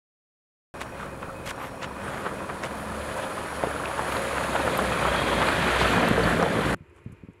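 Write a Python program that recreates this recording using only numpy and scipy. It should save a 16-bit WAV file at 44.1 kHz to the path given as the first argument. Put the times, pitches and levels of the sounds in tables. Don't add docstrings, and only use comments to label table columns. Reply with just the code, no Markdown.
import sys
import numpy as np
from scipy import signal
from scipy.fft import rfft, irfft, next_fast_len
from scipy.io import wavfile
from scipy.ndimage import uniform_filter1d, map_coordinates

SR = 44100
rng = np.random.default_rng(int(sys.argv[2]) if len(sys.argv) > 2 else 0)


def transcribe(u):
    v = np.clip(np.atleast_2d(u).T, -1, 1)
    q = np.round(v * 32767).astype(np.int16)
    wavfile.write(sys.argv[1], SR, q)


N = 326340

START_S, STOP_S = 0.740, 6.747
SPEED_M_PER_S, CLOSEST_M, PASS_S = 4.93, 2.69, 6.01
TAIL_TURN_S = 0.25

# freq_hz, gain_db
AIR_EQ = [(20, -15.5), (90, 7), (230, -10), (370, 0.5), (520, -5), (800, -19), (930, -10.5), (1350, -13.5),
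          (1700, -13.5), (2550, -13.5), (3400, -27.5), (5800, -39), (6700, -37), (7400, -33), (8200, -41),
          (11000, -37), (15000, -53)]
# freq_hz, gain_db
BREEZE_EQ = [(12, -13), (25, -5), (45, 0), (95, 0.5), (140, 2.5), (300, -36.5)]
# pitch_hz, width_hz, level_db
TRAIL_TONES = [(2490, 150, -58), (4200, 200, -70)]
# time_s, firing_hz
REVS = [(0.76, 65), (1.6, 67.2), (2.55, 67.46), (2.95, 71.96), (3.25, 75.67), (3.95, 69.26), (4.6, 68.07),
        (4.85, 65.13), (5.4, 60.83), (5.87, 61.55), (5.96, 60.45), (6.03, 58), (6.08, 54.9), (6.14, 54.5),
        (6.22, 57.32), (6.35, 57.85), (6.42, 56.03), (6.52, 54.7), (6.6, 55.8), (6.72, 59)]
# time_s, level_db
SURGE = [(0.76, -52), (1.19, -48), (1.37, -65), (1.47, -44), (1.72, -59), (1.95, -47), (2.5, -53),
         (3.02, -40), (3.33, -56), (3.55, -43.5), (3.93, -45), (4.68, -38), (4.73, -46), (4.89, -34.5),
         (4.97, -44), (5.11, -31), (5.14, -43), (5.36, -32), (5.51, -45), (5.85, -28), (6.07, -47),
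         (6.22, -30), (6.52, -49), (6.72, -32)]
# order, front_db, side_db, rear_db
EXHAUST_ORDERS = [(2, -16.5, -13, -2.5), (3, -15, 2, 2.5), (4, -11.5, 6, -13), (5, -19.5, -9, -4.5)]
# peak_s, decay_s, level_db
EXHAUST_BOOMS = [(1.05, 0.044, -47), (2.2, 0.2, -45.5), (2.88, 0.13, -44), (4.86, 0.05, -34.5)]
# time_s, level_db
INTAKE_LEVEL = [(0.76, -52), (2.6, -47), (3.2, -33), (3.5, -49), (4.1, -37.5), (4.45, -39), (4.66, -34),
                (5.15, -35.5), (5.4, -37), (5.8, -50)]
# time_s, pitch_hz, level_db
WHISTLE_PATH = [(0.78, 5590, -64), (0.92, 5630, -64), (1.02, 5630, -67), (1.42, 5600, -76.5),
                (1.55, 5590, -63), (1.95, 5535, -64), (2.08, 5590, -67), (2.25, 5620, -72),
                (2.38, 5625, -66), (2.58, 5565, -67), (2.95, 5540, -68), (3.5, 5595, -63), (4.1, 5520, -64),
                (6.4, 5530, -67), (6.55, 5510, -60)]
# time_s, spray_db
LOOSE_GROUND = [(0.76, -56.5), (0.95, -59), (1.2, -57.5), (1.9, -57.5), (2.1, -52), (2.45, -53),
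                (2.85, -51.5), (3.05, -48.5), (3.35, -48.5), (3.85, -48.5), (4.15, -44.5), (5.0, -43),
                (5.2, -43), (5.85, -42.5), (6.12, -46), (6.32, -43.5), (6.46, -47.5), (6.74, -43.5)]
# time_s, gain_db
ROCK_GAIN = [(1.75, 0.5), (2.05, 3), (3.5, -2), (4.4, -1), (4.8, 1), (5.6, 1)]
# freq_hz, gain_db
THUD_EQ = [(10, -53), (24, -20), (45, -18), (62, -11), (90, -1), (125, 0), (180, 2), (270, -1.5), (380, -1),
           (520, -3.5), (900, -25), (3000, -120)]
# freq_hz, gain_db
GRAVEL_FAR_EQ = [(15, -57), (150, -36.5), (330, -1.5), (450, -1.5), (620, 5), (790, 1.5), (960, 6.5),
                 (1400, 1), (1800, -11), (2300, -7.5), (3000, -23), (6000, -44), (12000, -120)]
# freq_hz, gain_db
GRAVEL_NEAR_EQ = [(15, -45), (150, -17.5), (330, -8.5), (460, -3.5), (660, 1.5), (830, -3), (1000, -2.5),
                  (1400, 0), (1800, -1), (2080, -9), (2450, -20), (3000, -13.5), (6000, -66), (12000, -120)]
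# freq_hz, gain_db
GRIT_EQ = [(100, -78), (1200, -25.5), (2000, 2), (2500, 5.5), (2850, 1), (3300, 1), (3900, -2.5),
           (4400, -5), (5200, -18.5), (7000, -17), (16000, -82)]
# freq_hz, gain_db
SAND_FAR_EQ = [(300, -101), (3000, 0), (4800, 0), (5400, -5.5), (6200, -5), (6750, -1), (7400, -2),
               (8500, -2), (9200, 2), (9900, 0.5), (10500, 1), (12200, -10), (13600, -13), (15600, -19.5)]
# freq_hz, gain_db
SAND_NEAR_EQ = [(300, -58), (3000, -3), (4800, -2.5), (5500, -6.5), (7400, -3.5), (10000, -3.5),
                (11200, -4.5), (12400, -12), (15600, -27)]
# start_s, level_db, low_hz, high_hz
PEBBLE_TICKS = [(0.8145, -34, 2500, 11000), (1.475, -34, 1500, 7000), (1.506, -30, 1800, 8500),
                (1.828, -34.5, 2000, 6000), (2.146, -31.5, 1710, 3570), (2.635, -34, 1500, 7000),
                (3.667, -33, 1800, 3400), (4.121, -27, 1800, 3600), (4.167, -28, 1700, 4200),
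                (4.775, -28.5, 9300, 13400), (5.417, -17, 1300, 2800), (5.487, -26, 2000, 4500),
                (5.567, -27, 2204, 4000), (6.077, -25, 2000, 4400), (6.085, -30, 6464, 13000),
                (6.297, -37, 7500, 11000), (6.426, -29, 2500, 7000), (6.769, -66, 7410, 11500),
                (6.898, -68, 6800, 10500), (6.963, -61, 6200, 11000), (7.042, -64, 6500, 10800),
                (7.121, -56, 6200, 11500), (7.127, -60, 6200, 11500), (7.333, -65, 6300, 9500)]
# start_s, level_db, pitch_hz, rattle_db
STONE_POPS = [(0.815, -11.5, 1320, -47), (1.229, -18, 1080, -38), (1.5786, -18, 840, -47),
              (2.2657, -15, 890, -28), (2.499, -12, 1200, -36), (2.6371, -14, 1170, -38),
              (3.1905, -17, 840, -31), (3.6368, -3.5, 626, -32), (3.979, -11, 1110, -43),
              (3.9932, -7, 950, -43), (4.1203, -12, 1120, -30), (4.3821, -6, 1300, -47),
              (4.41, -11, 980, -47), (4.553, -7.5, 790, -25.5), (4.6005, -10, 1060, -41),
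              (4.6759, -8, 597, -29), (4.79, -3.5, 1040, -45), (4.8214, -10, 575, -45),
              (4.96, -11, 1300, -40), (5.0524, -4.5, 1060, -34), (5.076, -7, 900, -22),
              (5.1481, -7, 1170, -23.5), (5.33, -6.5, 1103, -34), (5.427, -23, 1090, -24),
              (5.4832, -6.5, 1290, -21.5), (5.74, -14.5, 520, -40), (5.7592, -11, 1040, -39.5),
              (5.814, -4.5, 910, -28), (5.9803, -3.5, 755, -29.5), (6.037, -7.5, 690, -26),
              (6.0804, -5.5, 1180, -47), (6.1783, -5, 636, -45), (6.4266, -4, 950, -32),
              (6.463, -13, 619, -38)]
# freq_hz, gain_db
CRACK_EQ = [(20, -57), (150, -43), (500, 26), (1500, -15), (3000, -14), (5500, 11), (16000, -42)]
# freq_hz, gain_db
RATTLE_EQ = [(20, -39), (200, -18.5), (550, 2), (800, -1.5), (1400, 0), (2100, -8), (4000, -22),
             (16000, -92)]
# peak_s, decay_s, scrape_db, rattle_db, high_hz
GRIT_SCUFFS = [(0.816, 0.012, -40.5, -41, 9000), (1.013, 0.047, -52, -40, 12000),
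               (1.474, 0.011, -37, -37, 17000), (1.496, 0.0059, -34.5, -42, 17000),
               (1.511, 0.0047, -40, -31.5, 17000), (1.637, 0.035, -48, -37, 17000),
               (1.838, 0.013, -36.5, -33, 7360), (2.14, 0.12, -53, -37, 14000),
               (2.648, 0.015, -39, -32, 11000), (6.978, 0.017, -70, -60, 11000)]
# freq_hz, gain_db
SCUFF_EQ = [(30, -60), (400, -29), (1200, 0.5), (2800, 7), (5000, -8), (7000, -4.5), (10000, -8),
            (13000, -11), (15500, -30)]
# peak_s, decay_s, level_db, pitch_hz
STONE_GRINDS = [(1.028, 0.014, -36.5, 1400), (1.297, 0.012, -39, 1250), (1.63, 0.02, -38, 1050),
                (2.269, 0.014, -34, 1200)]
# peak_s, decay_s, level_db, centre_hz, width_hz
SIZZLE_BANDS = [(1.645, .03, -56, 11700, 2400), (2.06, 0.03, -54, 9300, 2000),
                (2.19, .03, -59, 11200, 2500), (2.8, .03, -60, 12000, 2500), (3.02, 0.013, -47, 3000, 1600),
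                (3.176, 0.0065, -47, 9000, 5000), (3.23, .02, -46, 3000, 1400),
                (3.9, 0.83, -52.5, 10450, 1100), (4.13, .03, -49, 10500, 7000),
                (4.5, 0.46, -57.5, 6750, 500), (5.49, .03, -47, 9000, 4000),
                (5.812, 0.022, -33.5, 3200, 2090), (5.815, .03, -45, 7800, 5000),
                (5.93, 0.032, -46, 8500, 6000), (6.976, .025, -76, 8500, 4500)]
# start_s, level_db, pitch_hz, ring_cycles
CHASSIS_PINGS = [(3.671, -17, 436, 12), (3.857, -17.5, 2620, 24), (5.19, -28, 3270, 220),
                 (6.03, -13.5, 660, 34), (6.112, -8, 268, 6.9), (6.18, -16.5, 454, 81),
                 (6.236, -29.5, 4500, 190), (6.428, -23, 456, 90), (6.429, -20, 685, 50)]
# peak_s, decay_s, level_db
WHEEL_RASP = [(5.25, 0.21, -43.5)]
# time_s, pitch_hz, level_db
TREAD_PATH = [(5.8, 287, -76), (5.87, 289.8, -33), (5.93, 282, -29.5), (6.0, 261, -31), (6.05, 256, -33),
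              (6.12, 250, -70)]
# pitch_hz, width_hz, level_db
STILL_TONES = [(345, 9, -67), (430, 14, -70), (915, 20, -76), (2460, 40, -76)]
# start_s, level_db, pitch_hz
HAND_BUMPS = [(6.751, -34, 151.6), (6.807, -36.5, 132.5), (7.061, -26.5, 149), (7.098, -37, 140),
              (7.125, -36, 140), (7.235, -31.5, 194), (7.286, -31.5, 189)]

# base_db, distance_share, spray_share, rear_gain_db
THUD_LAW = (-29, 0.64, 0.23, 2.7)
GRAVEL_LAW = (-25.5, 0.3963, 0.605, 0.04)
GRIT_LAW = (-33, 0.77, 0.94, -2)
DRONE_LAW = (-39.5, 1.3, -1, 6.5)


def amp(db):
    return 10 ** (np.asarray(db) / 20)


def unit(x):
    return x / np.sqrt(np.mean(x ** 2) + 1e-20)


def clock():
    return np.arange(N) / SR


def curves(rows):
    times_s, *columns = np.transpose(rows)
    return [np.interp(clock(), times_s, column) for column in columns]


def wobble(rate_hz):
    return map_coordinates(rng.standard_normal(4096), [clock() * rate_hz], mode="wrap")


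def noise():
    return rng.standard_normal(N)


def colour(x, spectrum):
    size = 2 * next_fast_len(N // 2 + 8192)
    hz, db = np.transpose(spectrum)
    gain = amp(np.interp(np.log(np.fft.rfftfreq(size, 1 / SR) + 1), np.log(hz), db))
    cepstrum = irfft(np.log(np.maximum(gain, 1e-6)))
    cepstrum[1:size // 2] *= 2
    cepstrum[size // 2 + 1:] = 0
    return unit(irfft(rfft(x, size) * np.exp(rfft(cepstrum)))[:N])


def band(x, low_hz, high_hz, order=3):
    return signal.sosfilt(signal.butter(order, [low_hz, high_hz], "bandpass", fs=SR, output="sos"), x)


def add(track, start_s, sound):
    part = track[round(start_s * SR):][:len(sound)]
    part += sound[:len(part)]


def impacts(rate_hz, spread_db):
    hit = rng.random(N) < rate_hz / SR
    size_db = spread_db * np.minimum(rng.exponential(size=N), 4)
    return unit(hit * np.sign(noise()) * amp(size_db))


def swells(rows, rise=1):
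    power = np.zeros(N)
    for peak_s, decay_s, db in rows:
        start_s = max(0, peak_s - 4 * decay_s)
        t = np.arange(start_s - peak_s, 4 * decay_s, 1 / SR)
        width_s = np.where(t < 0, rise * decay_s, decay_s)
        add(power, start_s, amp(db) ** 2 * np.exp(-(t / width_s) ** 2))
    return np.sqrt(power)


def knock(hz, cycles):
    turns = np.arange(0, cycles, hz / SR)
    return np.sin(2 * np.pi * turns) * 10 ** (-3 * turns / cycles)


def fuzzy_tone(hz, width_hz):
    phase = 2 * np.pi * hz * clock()
    return unit(wobble(width_hz) * np.cos(phase) + wobble(width_hz) * np.sin(phase))


def distance_loss_db():
    return 20 * np.log10(np.hypot(1, SPEED_M_PER_S * (clock() - PASS_S) / CLOSEST_M))


def layer_db(law, spray_db, full_spray_db=-44):
    base_db, distance_share, spray_share, rear_gain_db = law
    behind = np.clip((clock() - PASS_S) / TAIL_TURN_S, 0, 1)
    ground_db = spray_share * (spray_db - full_spray_db)
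    return base_db - distance_share * distance_loss_db() + ground_db + rear_gain_db * behind


def air():
    return amp(-56.5 + 1.4 * wobble(3.92)) * colour(noise(), AIR_EQ)


def breeze():
    return amp(-51.5 + 1.6 * wobble(5.13)) * colour(noise(), BREEZE_EQ)


def trail_tones():
    return sum(amp(db + 2.6 * wobble(16)) * fuzzy_tone(hz, width_hz) for hz, width_hz, db in TRAIL_TONES)


def engine():
    firing_hz, = curves(REVS)
    surge_db, = curves(SURGE)
    phase = 2 * np.pi * np.cumsum(firing_hz * (1 + 0.0051 * wobble(21.92))) / SR
    hum = amp(surge_db + 1 + 1.2 * wobble(15)) * np.sin(phase)
    return hum + exhaust(firing_hz, phase) + intake(firing_hz, phase)


def exhaust(firing_hz, phase, throttle_db=1, full_climb_hz_per_s=4.9, boom_order=3):
    climb_hz_per_s = uniform_filter1d(np.gradient(firing_hz) * SR, size=SR // 5)
    throttle = np.clip(climb_hz_per_s / full_climb_hz_per_s, 0, 1)
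    growl_db = -34.5 - 0.27 * distance_loss_db() + throttle_db * throttle
    sound = np.zeros(N)
    for order, *aspect_db in EXHAUST_ORDERS:
        facing_db = np.interp(clock() - PASS_S, [-TAIL_TURN_S, 0, TAIL_TURN_S], aspect_db)
        level = amp(growl_db + facing_db + 0.84 * wobble(21))
        if order == boom_order:
            level += swells(EXHAUST_BOOMS)
        sound += level * np.sin(order * phase + rng.uniform(0, 2 * np.pi))
    return sound


def intake(firing_hz, phase, resonance_hz=544.5, width_hz=52):
    level_db, = curves(INTAKE_LEVEL)
    level = amp(level_db + 2.2 * wobble(18))
    sound = np.zeros(N)
    for order in (7, 8, 9):
        flutter = wobble(60) * np.sin(order * phase) + wobble(60) * np.cos(order * phase)
        response = 1 / np.hypot(1, 2 * (order * firing_hz - resonance_hz) / width_hz)
        sound += level * response * (np.sin(order * phase) + 0.36 * flutter)
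    return sound


def whistle():
    hz, level_db = curves(WHISTLE_PATH)
    level = amp(level_db + 2.5 * wobble(14))
    return level * np.sin(2 * np.pi * np.cumsum(hz + 42 * wobble(110)) / SR)


def pebbles(rate_hz, spread_db, cycles, low_hz, span):
    draws = rng.random((4000, 3))[:int(rate_hz * N / SR)]
    clacks = np.zeros(N)
    for when, smallness, softness in draws:
        hz = low_hz * span ** smallness
        level = np.sqrt(hz) * amp(-spread_db * np.log(softness + 0.0077))
        add(clacks, when * (N - 1) / SR, level * knock(hz, cycles))
    return unit(clacks)


def tyres():
    spray_db, = curves(LOOSE_GROUND)
    rocks_db, = curves(ROCK_GAIN)
    closeness = amp(-distance_loss_db())
    near_mix = np.clip(0.37 + 0.58 * closeness, 0, 1)
    bite = wobble(32)
    thuds = colour(impacts(rate_hz=420, spread_db=2) + 0.5 * noise(), THUD_EQ)
    cracks = impacts(rate_hz=1500, spread_db=4) + 1.35 * noise()
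    cracks += 0.33 * pebbles(rate_hz=340, spread_db=3, cycles=31, low_hz=445.5, span=8.8)
    gravel = (1 - near_mix) * colour(cracks, GRAVEL_FAR_EQ) + near_mix * colour(cracks, GRAVEL_NEAR_EQ)
    grains = impacts(rate_hz=2500, spread_db=-3.5) + 0.5 * cracks + 1.6 * noise()
    grains += 0.43 * pebbles(rate_hz=220, spread_db=3, cycles=61, low_hz=2000, span=2.566)
    grit = colour(grains, GRIT_EQ)
    sand = impacts(rate_hz=3600, spread_db=5) + 1.85 * noise()
    sand += 0.47 * pebbles(rate_hz=330, spread_db=2, cycles=69, low_hz=5000, span=2.81)
    hiss = (1 - closeness ** 2) * colour(sand, SAND_FAR_EQ) + closeness ** 2 * colour(sand, SAND_NEAR_EQ)
    return (amp(layer_db(THUD_LAW, spray_db) + rocks_db + 0.65 * bite) * thuds
            + amp(layer_db(GRAVEL_LAW, spray_db) + 0.74 * bite + 0.42 * wobble(70)) * gravel
            + amp(layer_db(GRIT_LAW, spray_db) + 0.321 * bite + 0.95 * wobble(45)) * grit
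            + amp(spray_db + 0.5 + 0.18 * bite + 0.62 * wobble(130)) * hiss)


def hollow_drone(side_on_db=-6):
    spray_db, = curves(LOOSE_GROUND)
    side_on = amp(-2 * distance_loss_db())
    level_db = layer_db(DRONE_LAW, spray_db) + side_on_db * side_on + 1.1 * wobble(6.4)
    return amp(level_db) * fuzzy_tone(hz=546, width_hz=40)


def ticks(t60_s=0.018):
    sound = np.zeros(N)
    t = np.arange(SR // 8) / SR
    for start_s, db, low_hz, high_hz in PEBBLE_TICKS:
        burst = unit(band(rng.standard_normal(len(t)), low_hz, high_hz))
        add(sound, start_s, amp(db - 60 * t / t60_s) * burst)
    return sound


def rattle():
    return colour(impacts(rate_hz=1500, spread_db=4) + 0.35 * noise(), RATTLE_EQ)


def stone_pops(crack_t60_s=0.021, chip_window_s=0.00711, rattle_s=0.012):
    knocks, crack_envelope = np.zeros(N), np.zeros(N)
    t = np.arange(SR // 8) / SR
    for start_s, db, hz, _ in STONE_POPS:
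        add(knocks, start_s, amp(db - 3) * knock(hz, cycles=6.1))
        add(crack_envelope, start_s, amp(db - 31 - 60 * t / crack_t60_s))
        for delay, smallness in rng.random((3, 2)):
            chip = knock(hz * (0.766 + 0.84 * smallness), cycles=11.4)
            add(knocks, start_s + chip_window_s * delay, amp(db - 14.5) * chip)
    cracks = crack_envelope * colour(noise(), CRACK_EQ)
    muffled = band(knocks + cracks, 100, 3400, order=4)
    collapse = swells([(start_s, rattle_s, db) for start_s, _, _, db in STONE_POPS], rise=0.7)
    return muffled + collapse * rattle()


def scuffs():
    grains = colour(impacts(rate_hz=4000, spread_db=5) + 0.5 * noise(), SCUFF_EQ)
    scrape = sum(swells([(peak_s, decay_s, db)]) * band(grains, 200, high_hz)
                 for peak_s, decay_s, db, _, high_hz in GRIT_SCUFFS)
    shift = swells([(peak_s, decay_s, db) for peak_s, decay_s, _, db, _ in GRIT_SCUFFS])
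    return scrape + shift * rattle()


def grinds():
    return sum(swells([(peak_s, decay_s, db)]) * fuzzy_tone(hz, width_hz=520)
               for peak_s, decay_s, db, hz in STONE_GRINDS)


def sizzles():
    fizz = impacts(rate_hz=1700, spread_db=0) + 0.4 * noise()
    return sum(swells([(peak_s, decay_s, db)]) * unit(band(fizz, hz - width_hz / 2, hz + width_hz / 2))
               for peak_s, decay_s, db, hz, width_hz in SIZZLE_BANDS)


def chassis(cutoff_hz=6000):
    rings = np.zeros(N)
    for start_s, db, hz, cycles in CHASSIS_PINGS:
        add(rings, start_s, amp(db) * knock(hz, cycles))
    return signal.sosfilt(signal.butter(4, cutoff_hz, fs=SR, output="sos"), rings)


def wheel_rasp():
    return swells(WHEEL_RASP) * amp(2.9 * wobble(35)) * fuzzy_tone(hz=3275, width_hz=200)


def tread_hum():
    hz, level_db = curves(TREAD_PATH)
    return amp(level_db + wobble(28)) * np.sin(2 * np.pi * np.cumsum(hz) / SR)


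def canyon_tones():
    return sum(amp(db) * fuzzy_tone(hz, width_hz) for hz, width_hz, db in STILL_TONES)


def hand_bumps(attack_s=0.0012, rebound_s=0.0094, rebound_db=-6):
    bumps = np.zeros(N)
    for start_s, db, hz in HAND_BUMPS:
        thud = knock(hz, cycles=2.8)
        thud *= 1 - np.exp(-np.arange(len(thud)) / (attack_s * SR))
        for rebound in range(3):
            delay_s = rebound * rebound_s * rng.uniform(0.764, 1.4)
            add(bumps, start_s + delay_s, amp(db + 10 + rebound * rebound_db) * thud)
    return band(bumps, 45, 850, order=2)


def scene():
    t = clock()
    vehicle = engine() + whistle() + tyres() + hollow_drone() + tread_hum() + wheel_rasp()
    vehicle += stone_pops() + grinds() + chassis()
    trail = vehicle + breeze()
    nearby = air() + scuffs() + ticks() + sizzles()
    mix = np.where(t < STOP_S, trail + trail_tones(), canyon_tones()) + nearby + hand_bumps()
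    return (mix * (t > START_S))[None]


def record(dry, cutoff_hz=15780):
    return signal.fftconvolve(dry, signal.firwin(601, cutoff_hz, fs=SR)[None], mode="same")


dry = scene()
out = record(dry)
transcribe(out)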